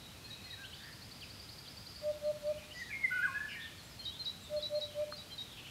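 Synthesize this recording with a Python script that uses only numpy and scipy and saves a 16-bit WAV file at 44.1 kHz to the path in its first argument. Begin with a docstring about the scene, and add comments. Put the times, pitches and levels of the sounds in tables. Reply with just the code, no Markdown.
"""A low traffic rumble and a faint hiss open the scene, with rough twitters and chirps far off in the trees.
A tit repeats a two-note song, a blackbird tries a few soft notes, and a small bird trills for over a second.
At two seconds a hoopoe on a branch gives three soft hoots, and three more follow later; between these calls
the blackbird flutes one phrase, and near the end a twig ticks once. Birds are trembling sines, the air is
shaped noise, the twig is damped sines; sparse decaying taps are the scatter of the trees at the microphone."""
import sys
import numpy as np
from scipy import signal
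from scipy.fft import rfft, irfft
from scipy.io import wavfile
from scipy.ndimage import uniform_filter1d

SR = 44100
rng = np.random.default_rng(int(sys.argv[2]) if len(sys.argv) > 2 else 0)


def log_audio(samples):
    """Write samples as a 16-bit WAV file to the path given in sys.argv[1]."""
    # one column per channel
    frames = np.atleast_2d(samples).T
    # limit to full scale, then quantise
    limited = np.clip(frames, -1, 1)
    pcm = np.round(limited * 32767).astype(np.int16)
    wavfile.write(sys.argv[1], SR, pcm)


N = 251370  # length of the scene in samples

# Bird levels are those of the call itself, before its swell and the paths to the microphone.

# Spectrum of the far traffic and low air, relative: hz [Hz], level_db [dB per Hz]
RUMBLE_SPECTRUM = [(15, -31), (25, -21), (40, -11.5), (56, -3.5), (100, 0.5), (130, -2.5), (235, -7.5),
                   (300, -10.5), (390, -13.5), (700, -15), (1400, -18), (1820, -39), (3080, -120)]
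# Spectrum of the hiss of leaves and far birds, relative: hz [Hz], level_db [dB per Hz]
HISS_SPECTRUM = [(900, -34), (1400, -2.5), (2000, -.5), (3000, 0), (4200, 1), (5200, -3), (6500, -6),
                 (9000, -8.5), (12500, -10), (15500, -16.5)]
RUMBLE_DB, HISS_DB = -56, -57  # rms at the microphone

# How long the trees hold each band: hz [Hz], t60_s [s]
TREE_DECAY = [(500, 0.61), (1500, 0.88), (4000, 0.76), (10000, 0.88)]

# Nearest rough twitters: start_s [s], length_s [s], level_db [dB], middle_pitch_hz [Hz],
# slide_hz [Hz], shake_hz [Hz, rms swing of the pitch]
ROUGH_TWITTERS = [(0, 0.1, -58, 3850, 0, 90), (.08, 0.6, -65, 2522, -10.5, 90),
                  (0.752, 0.087, -57, 3650, 332, 296), (0.789, 0.14, -56.5, 1770, 138, 158),
                  (2.228, 0.071, -58.5, 4240, -120, 80), (2.485, 0.09, -61, 2430, 70, 80),
                  (2.587, 0.07, -57.5, 2380, -310, 227), (2.721, .14, -56, 4830, -170, 230),
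                  (2.746, 0.09, -61.5, 6330, -2, 497), (2.776, 0.13, -60, 3800, -300, 248),
                  (2.902, 0.071, -48, 2290, -170, 108), (3.099, 0.33, -55, 2495, 130, 75),
                  (3.483, 0.077, -48.5, 2830, -190, 109), (3.485, 0.092, -48.5, 2360, -580, 190),
                  (3.59, 0.1, -51, 3390, -400, 241), (3.828, .07, -64.5, 7530, 202, 170),
                  (4.402, 0.064, -63, 7500, 130, 200), (4.43, .065, -56.5, 3650, 2, 118),
                  (4.864, 0.12, -58.5, 3120, -165, 172), (4.98, 0.082, -61.5, 2374, 90, 101),
                  (5.158, 0.052, -53.5, 4680, 205, 121), (5.442, 0.16, -57.5, 3460, -300, 220),
                  (5.568, 0.048, -51, 2750, -100, 258), (5.642, 0.057, -52.5, 2950, 403, 280)]
# Chatter too faint to tell apart: from_s [s], to_s [s], rate [calls per s], level_db [dB],
# lowest_pitch_hz [Hz], highest_pitch_hz [Hz]
FAINT_CHATTER = [(0, 5.7, 2, -66, 2300, 4460), (3.03, 3.28, 20, -65.5, 7870, 13800)]
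CHATTER_LENGTH_S, CHATTER_SHAKE_HZ = 0.061, 120  # mean length of a call; rms swing of its pitch
CHATTER_GLIDE = 0.0406  # furthest slide, as a share of the pitch
# Nearest clear chirps: start_s [s], length_s [s], level_db [dB], first_pitch_hz [Hz], last_pitch_hz [Hz]
CLEAR_CHIRPS = [(.635, 0.028, -48.5, 2554, 3520), (0.727, 0.02, -49.5, 2730, 3600),
                (1.216, 0.032, -49.5, 3545, 2257), (1.65, 0.029, -57, 3680, 2990),
                (2.467, 0.017, -54, 4500, 4530), (2.573, 0.025, -55.5, 2730, 3230),
                (2.707, 0.026, -49, 2770, 3150), (3.477, .08, -60.5, 5650, 4190),
                (3.777, 0.041, -55.5, 4590, 3970), (3.893, 0.059, -61, 5460, 4800),
                (3.996, 0.14, -56, 3150, 3060), (4.101, 0.08, -53, 3110, 3870),
                (4.588, .035, -53, 3330, 3700), (5.299, 0.044, -52, 3265, 3090)]

# The tit's two-note motif: drop_s [s, the fall to the low note], high_level_db [dB], low_level_db [dB],
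# high_pitch_hz [Hz], low_pitch_hz [Hz]
TIT_SONG = [(0.303, -51, -48.5, 4220, 3800), (0.504, -51.5, -48.5, 4210, 3790),
            (4.054, -45.5, -40, 4230, 3755), (4.257, -41, -38, 4146, 3820), (4.626, -45, -38.5, 4220, 3854),
            (4.813, -43.5, -40, 4210, 3820), (5.179, -47.5, -50, 4190, 3820), (5.381, -49, -42, 4080, 3750)]
TIT_LEAD_S, TIT_HIGH_S, TIT_LOW_S = .065, 0.036, 0.047  # high note ahead of the drop; note lengths
TIT_RISE_HZ = 95  # climb of the low note

# The blackbird's short slurred notes: start_s [s], length_s [s], attack_s [s], release_s [s], level_db [dB],
# first_pitch_hz [Hz], turn_pitch_hz [Hz, at the end of the attack], last_pitch_hz [Hz]
SLURRED_NOTES = [(.275, 0.048, .015, 0.017, -62, 1750, 1756, 1840),
                 (0.446, 0.065, 0.02, .02, -60.5, 1954, 2044, 1950),
                 (0.517, 0.037, 0.016, 0.014, -53.5, 2000, 1900, 1620),
                 (0.562, 0.12, 0.042, 0.032, -54, 1500, 1635, 1505),
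                 (2.728, 0.096, 0.051, 0.012, -48, 1990, 1957, 2050),
                 (2.807, 0.043, 0.012, 0.029, -42, 2015, 1910, 1850),
                 (2.875, 0.057, 0.033, 0.009, -50.5, 1830, 1684, 2040),
                 (2.89, 0.095, .045, 0.014, -43, 2635, 2133, 2150),
                 (3.002, 0.044, 0.0117, 0.0096, -46, 2300, 2154, 2145),
                 (3.027, 0.046, 0.024, 0.027, -26, 2156, 2070, 1934),
                 (3.266, 0.056, 0.0138, 0.02, -44.5, 1427, 1090, 1060),
                 (3.333, 0.055, 0.029, .012, -36.5, 1650, 1705, 1644),
                 (3.376, 0.096, .006, .016, -42.5, 1720, 1680, 1732),
                 (3.547, 0.14, 0.019, 0.035, -49.5, 1917, 1842, 1775)]
# The blackbird's one long note, with a lift near the end: time_s [s], level_db [dB], pitch_hz [Hz]
LONG_NOTE = [(3.104, -49, 1433), (3.118, -36, 1488), (3.158, -34.5, 1477), (3.218, -36, 1450),
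             (3.238, -31.5, 1608), (3.25, -31.5, 1623), (3.258, -31.5, 1505), (3.268, -38, 1490)]
# The throat lets the octave through on low notes only
OCTAVE_DB, OCTAVE_BELOW_HZ, OCTAVE_DB_PER_HZ = -22.5, 1420, -0.0373

TRILL_START_S, TRILL_STEP_S = .737, .0937
TRILL_HZ, TRILL_SPREAD_HZ = 4660, 67  # mean and spread of the top of the upstrokes
TRILL_DB, TRILL_DB_PER_S = -52, 4  # mean level at the start; growth as it goes

# The hoopoe's hoots: start_s [s], length_s [s], level_db [dB], first_pitch_hz [Hz],
# last_pitch_hz [Hz, before the closing sag]
HOOPOE_HOOTS = [(2.014, 0.11, -33.5, 597, 605), (2.213, 0.11, -32.5, 586.6, 610.6),
                (2.421, 0.11, -33, 582.6, 614), (4.489, 0.11, -35, 598, 602.6),
                (4.689, 0.11, -33.7, 587, 602.4), (4.939, 0.111, -34.3, 582, 608)]
HOOT_RISE, HOOT_CUT = 0.76, 0.23  # shares of a hoot spent swelling and closing
HOOT_ONSET_DB, HOOT_END_DB = -27.5, -21  # where the swell starts from and where it closes to

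# The twig's knock: peak_level_db [dB, knock alone], pitch_hz [Hz], width_hz [Hz]
TWIG_KNOCK = (-36.5, 1420, 780)
TICK_S = 5.1243
EDGE_HZ = 15720  # upper band limit of the recorder


def amp(db):
    """Decibels to gain."""
    return 10 ** (np.asarray(db) / 20)


def evened(x):
    """Scales to an rms of 1."""
    return x / np.sqrt(np.mean(x ** 2) + 1e-20)


def read(points, hz):
    """Reads a table of values over pitch along a log-frequency axis."""
    f, value = np.transpose(points)
    return np.interp(np.log(hz + 1), np.log(f + 1), value)


def add(mix, start_s, sound):
    """Mixes a sound in at its start time, cutting what runs past the end."""
    part = mix[max(round(start_s * SR), 0):][:len(sound)]
    part += sound[:len(part)]


def echo(x, delay):
    """The sound, arriving later by a longer path."""
    out = np.zeros(N)
    add(out, delay, x)
    return out


def trees(x, delay, build):
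    """Scatter from trunks and leaves: sparse taps that build up, each band dying at its own speed."""
    spacing = 20  # samples: one tap falls at chance within each
    at = np.arange(0, SR - spacing, spacing)
    taps = np.zeros(SR)
    taps[at + rng.integers(0, spacing, len(at))] = rng.choice([-1., 1.], len(at))
    hz, t, bands = signal.stft(taps, SR, nperseg=256)
    decay = amp(-60 * t / read(TREE_DECAY, hz)[:, None])
    bands *= decay * (1 - np.exp(-t / build))
    tail = signal.istft(bands, SR, nperseg=256)[1]
    scattered = signal.fftconvolve(x, tail / np.linalg.norm(tail))[:N]
    return echo(scattered, delay)


def noise(spectrum):
    """Noise of rms 1 with the given spectrum."""
    gain = amp(read(spectrum, np.fft.rfftfreq(N, 1 / SR)))
    return evened(irfft(rfft(rng.standard_normal(N)) * gain, N))


def wander(size, rate_hz):
    """Smooth chance movement, low-passed softly around rate_hz; its whole run has rms 1."""
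    run = 2 ** 15
    soft_edge = np.exp(-(np.fft.rfftfreq(run, 1 / SR) / rate_hz) ** 2)
    return evened(irfft(rfft(rng.standard_normal(run)) * soft_edge))[:size]


def whistle(hz, db, jitter, jitter_hz, overtone_db):
    """One side of a syrinx: a near sine whose pitch trembles, with a weak octave."""
    trembling_hz = hz * (1 + jitter * wander(len(hz), jitter_hz))
    phase = 2 * np.pi * np.cumsum(trembling_hz) / SR
    ends = signal.windows.tukey(len(hz), min(1, .004 * SR / len(hz)))  # 2 ms fades
    tone = np.sin(phase) + amp(overtone_db) * np.sin(2 * phase)
    return np.sqrt(2) * amp(db) * ends * tone


def contour(rows):
    """Pitch (slightly smoothed) and level for each sample of a note given as rows (s, Hz, dB)."""
    s, hz, db = np.transpose(rows)
    t = np.arange(s[0], max(s[-1], s[0] + .005), 1 / SR)
    return uniform_filter1d(np.interp(t, s, hz), size=120), np.interp(t, s, db)


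def arch(length):
    """Progress 0-1 through a note, and a level in dB that rises and falls over it."""
    u = np.linspace(0, 1, int(length * SR))
    return u, 10 * np.log10(np.sin(np.pi * u) ** 2 + 1e-4) * 0.49


def gate(t, length, attack_s, release_s):
    """Gain of a note that swells, holds and closes."""
    rise = np.clip(t / attack_s, 0, 1)
    fall = np.clip((length - t) / release_s, 0, 1)
    return (np.sin(np.pi / 2 * rise) * np.sin(np.pi / 2 * fall)) ** 2


def background():
    """Far traffic and the even hiss of the open air: two steady shaped noises."""
    return amp(RUMBLE_DB) * noise(RUMBLE_SPECTRUM) + amp(HISS_DB) * noise(HISS_SPECTRUM)


def twitters():
    """Notes whose pitch shakes so fast that they blur into a narrow rasp."""
    out = np.zeros(N)
    for start_s, length, db, middle_hz, slide_hz, shake_hz in ROUGH_TWITTERS:
        u, swell = arch(length)
        hz = middle_hz + slide_hz * (u - .5)
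        note = whistle(hz, db + swell, shake_hz / middle_hz, jitter_hz=347, overtone_db=-60)
        add(out, start_s, note)
    return out


def chatter():
    """Faint calls from deep in the foliage, at chance moments and pitches."""
    out = np.zeros(N)
    for start, end, rate, db, low_hz, high_hz in FAINT_CHATTER:
        slots = np.arange(start, end, 1 / rate)
        for slot_s, (late, pitch, slide, longer) in zip(slots, rng.random((64, 4))):
            u, swell = arch(CHATTER_LENGTH_S * (.5 + longer))
            glide = 1 + CHATTER_GLIDE * (2 * slide - 1) * u
            hz = low_hz * (high_hz / low_hz) ** pitch * glide
            call = whistle(hz, db + swell, CHATTER_SHAKE_HZ / hz, jitter_hz=339, overtone_db=-60)
            add(out, slot_s + .5 * late / rate, call)
    return out


def chirps():
    """Short clear notes that slide from one pitch to another."""
    out = np.zeros(N)
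    for start_s, length, db, first_hz, last_hz in CLEAR_CHIRPS:
        u, swell = arch(length)
        hz = first_hz * (last_hz / first_hz) ** u
        add(out, start_s, whistle(hz, db + swell, jitter=0.014, jitter_hz=300, overtone_db=-60))
    return out


def far_birds():
    """Clear chirps and rough twitters, blurred by near reflections and the scatter of the trees."""
    clear, rough = chirps(), twitters() + chatter()
    both = amp(3) * clear + rough
    direct = amp(-0.5) * clear + amp(-0.5) * rough
    near_paths = amp(-16.5) * echo(both, 0.0067) + amp(-15.5) * echo(both, .017)
    scatter = trees(amp(-5.5) * clear + amp(-4) * rough, delay=.008, build=0.0046)
    return direct + near_paths + scatter


def tit():
    """A level note, a rough flick up and a drop to a lower one; the syrinx's other side joins faintly above."""
    out = np.zeros(N)
    for drop_s, high_db, low_db, high_hz, low_hz in TIT_SONG:
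        u, swell = arch(TIT_HIGH_S)
        hz = high_hz * (1 + 0.017 * np.exp(-u / 0.083))  # settles from slightly sharp
        high_note = whistle(hz, high_db + swell, jitter=0.0051, jitter_hz=300, overtone_db=-35)
        add(out, drop_s - TIT_LEAD_S, high_note)

        u, swell = arch(0.0174)
        hz = low_hz * (1.1 + .32 * u)
        flick = whistle(hz, high_db - 8.5 + swell, jitter=0.035, jitter_hz=600, overtone_db=-40)
        add(out, drop_s - .015, flick)

        top_hz = low_hz + TIT_RISE_HZ
        drop = [(drop_s - .004, low_hz * 1.39, low_db - 16), (drop_s + 0.001, low_hz * 1.05, low_db - 2.5)]
        held = [(drop_s + 0.0062, low_hz, low_db),
                (drop_s + 0.69 * TIT_LOW_S, top_hz, low_db - 2.0),
                (drop_s + TIT_LOW_S, top_hz, low_db - 1.5)]
        low_note = whistle(*contour(drop + held), jitter=0.0071, jitter_hz=400, overtone_db=-51)
        add(out, drop[0][0], low_note)

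        # two faint notes above the low one
        u, swell = arch(TIT_LOW_S)
        upper = whistle(4550 + 200 * u, low_db - 18.5 + swell, jitter=0.021, jitter_hz=400, overtone_db=-38)
        add(out, drop_s, upper)
        upmost = whistle(5300 + 150 * u, low_db - 23.5 + swell, jitter=0.054, jitter_hz=400, overtone_db=-42)
        add(out, drop_s + 0.0077, upmost)
    far = np.arange(N) < SR  # the first pair comes from deeper in the trees
    scatter = trees(out * (1 + 2.05 * far), delay=0.022, build=0.018)
    return out + amp(-8) * echo(out, 0.015) + amp(-12.5) * scatter


def flute(hz, db):
    """The blackbird's near sine, whose octave fades as the pitch rises."""
    octave_db = OCTAVE_DB + OCTAVE_DB_PER_HZ * np.maximum(hz - OCTAVE_BELOW_HZ, 0)
    return whistle(hz, db, jitter=0.011, jitter_hz=150, overtone_db=octave_db)


def blackbird():
    """Flute notes from further off, each turning in pitch at full voice, with a long wash from the trees."""
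    out = np.zeros(N)
    for start_s, length, attack_s, release_s, db, first_hz, turn_hz, last_hz in SLURRED_NOTES:
        turn_s = min(attack_s, length)
        hz, level = contour([(0, first_hz, db), (turn_s, turn_hz, db), (length, last_hz, db)])
        breath = gate(np.arange(len(hz)) / SR, length, attack_s, release_s)
        add(out, start_s, breath * flute(hz, level))
    long_note = flute(*contour([(s, hz, db) for s, db, hz in LONG_NOTE]))
    add(out, LONG_NOTE[0][0], long_note)
    return out + amp(-12) * echo(out, .036) + amp(-10.0) * trees(out, delay=0.018, build=0.0044)


def trill(count=14):
    """Quick upstrokes, each with a higher, rougher answer that lingers in the trees; about ten a second."""
    strokes, answers = np.zeros(N), np.zeros(N)
    for elapsed in np.arange(count) * TRILL_STEP_S:
        late, louder, higher, steeper, sharper = rng.standard_normal(5)
        start_s = TRILL_START_S + elapsed
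        db = TRILL_DB + TRILL_DB_PER_S * elapsed
        top_hz = TRILL_HZ + TRILL_SPREAD_HZ * sharper

        u, swell = arch(0.0203)
        climb = 0.118 * np.exp(0.46 * steeper)  # no two strokes rise alike
        hz = top_hz * (1 - climb * (1 - u) ** 2.57)
        stroke = whistle(hz, db + louder + swell, jitter=0.019, jitter_hz=400, overtone_db=-41)
        add(strokes, start_s, stroke)

        u, swell = arch(0.041)
        hz = 5030 + 60 * higher - 220 * u
        level = db - 7.5 + 1.2 * louder + swell
        answer = whistle(hz, level, jitter=0.034, jitter_hz=394, overtone_db=-38)
        add(answers, start_s + 0.022 + 0.004 * late, answer)
    direct = amp(-2) * strokes + amp(-1.5) * answers
    return direct + trees(amp(-8.5) * strokes + answers, delay=0.0102, build=0.0031)


def hoopoe():
    """Each hoot swells in the inflated throat, rises a little in pitch and is cut short; the trees answer it."""
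    out = np.zeros(N)
    for start_s, length, db, first_hz, last_hz in HOOPOE_HOOTS:
        u = np.linspace(0, 1, int(length * SR))
        opening = HOOT_ONSET_DB * np.maximum(1 - u / HOOT_RISE, 0) ** 2.82
        closing = HOOT_END_DB * np.maximum(1 - (1 - u) / HOOT_CUT, 0) ** 3.4
        sag = 1 - 0.11 * np.exp((u - 1) / 0.047)  # the pitch falls as the pressure goes
        hz = (first_hz + (last_hz - first_hz) * u) * sag
        hoot = whistle(hz, db + opening + closing, jitter=0.0011, jitter_hz=80, overtone_db=-32.5)
        add(out, start_s, hoot)
    answer = amp(-17) * echo(out, .07)
    return out + answer + amp(-17) * trees(out, delay=.045, build=0.008)


def twig():
    """One dry tick: a heavily damped knock and a brief ring of the wood."""
    db, hz, width = TWIG_KNOCK
    t, out = np.arange(2000) / SR, np.zeros(N)
    damping = np.pi * width * t
    envelope = np.exp(-damping) * (damping * np.e / 2) ** 2  # peaks at 1
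    knock = np.sin(2 * np.pi * hz * t) * envelope
    ring = amp(-2.5) * np.sin(2 * np.pi * 1250 * t) * amp(-60 * t / 0.03)
    add(out, TICK_S, amp(db) * (knock + ring))
    return out + amp(-19.0) * trees(out, delay=0.0037, build=0.0046)


def scene():
    """All sources at one microphone."""
    birds = far_birds() + tit() + blackbird() + trill() + hoopoe()
    return (background() + birds + twig())[None]


def record(dry):
    """The recorder's band limit: a steep low-pass."""
    low_pass = signal.firwin(1023, EDGE_HZ, window=("kaiser", 9), fs=SR)
    return signal.oaconvolve(dry, low_pass[None], "same", axes=1)


dry = scene()
out = record(dry)
log_audio(out)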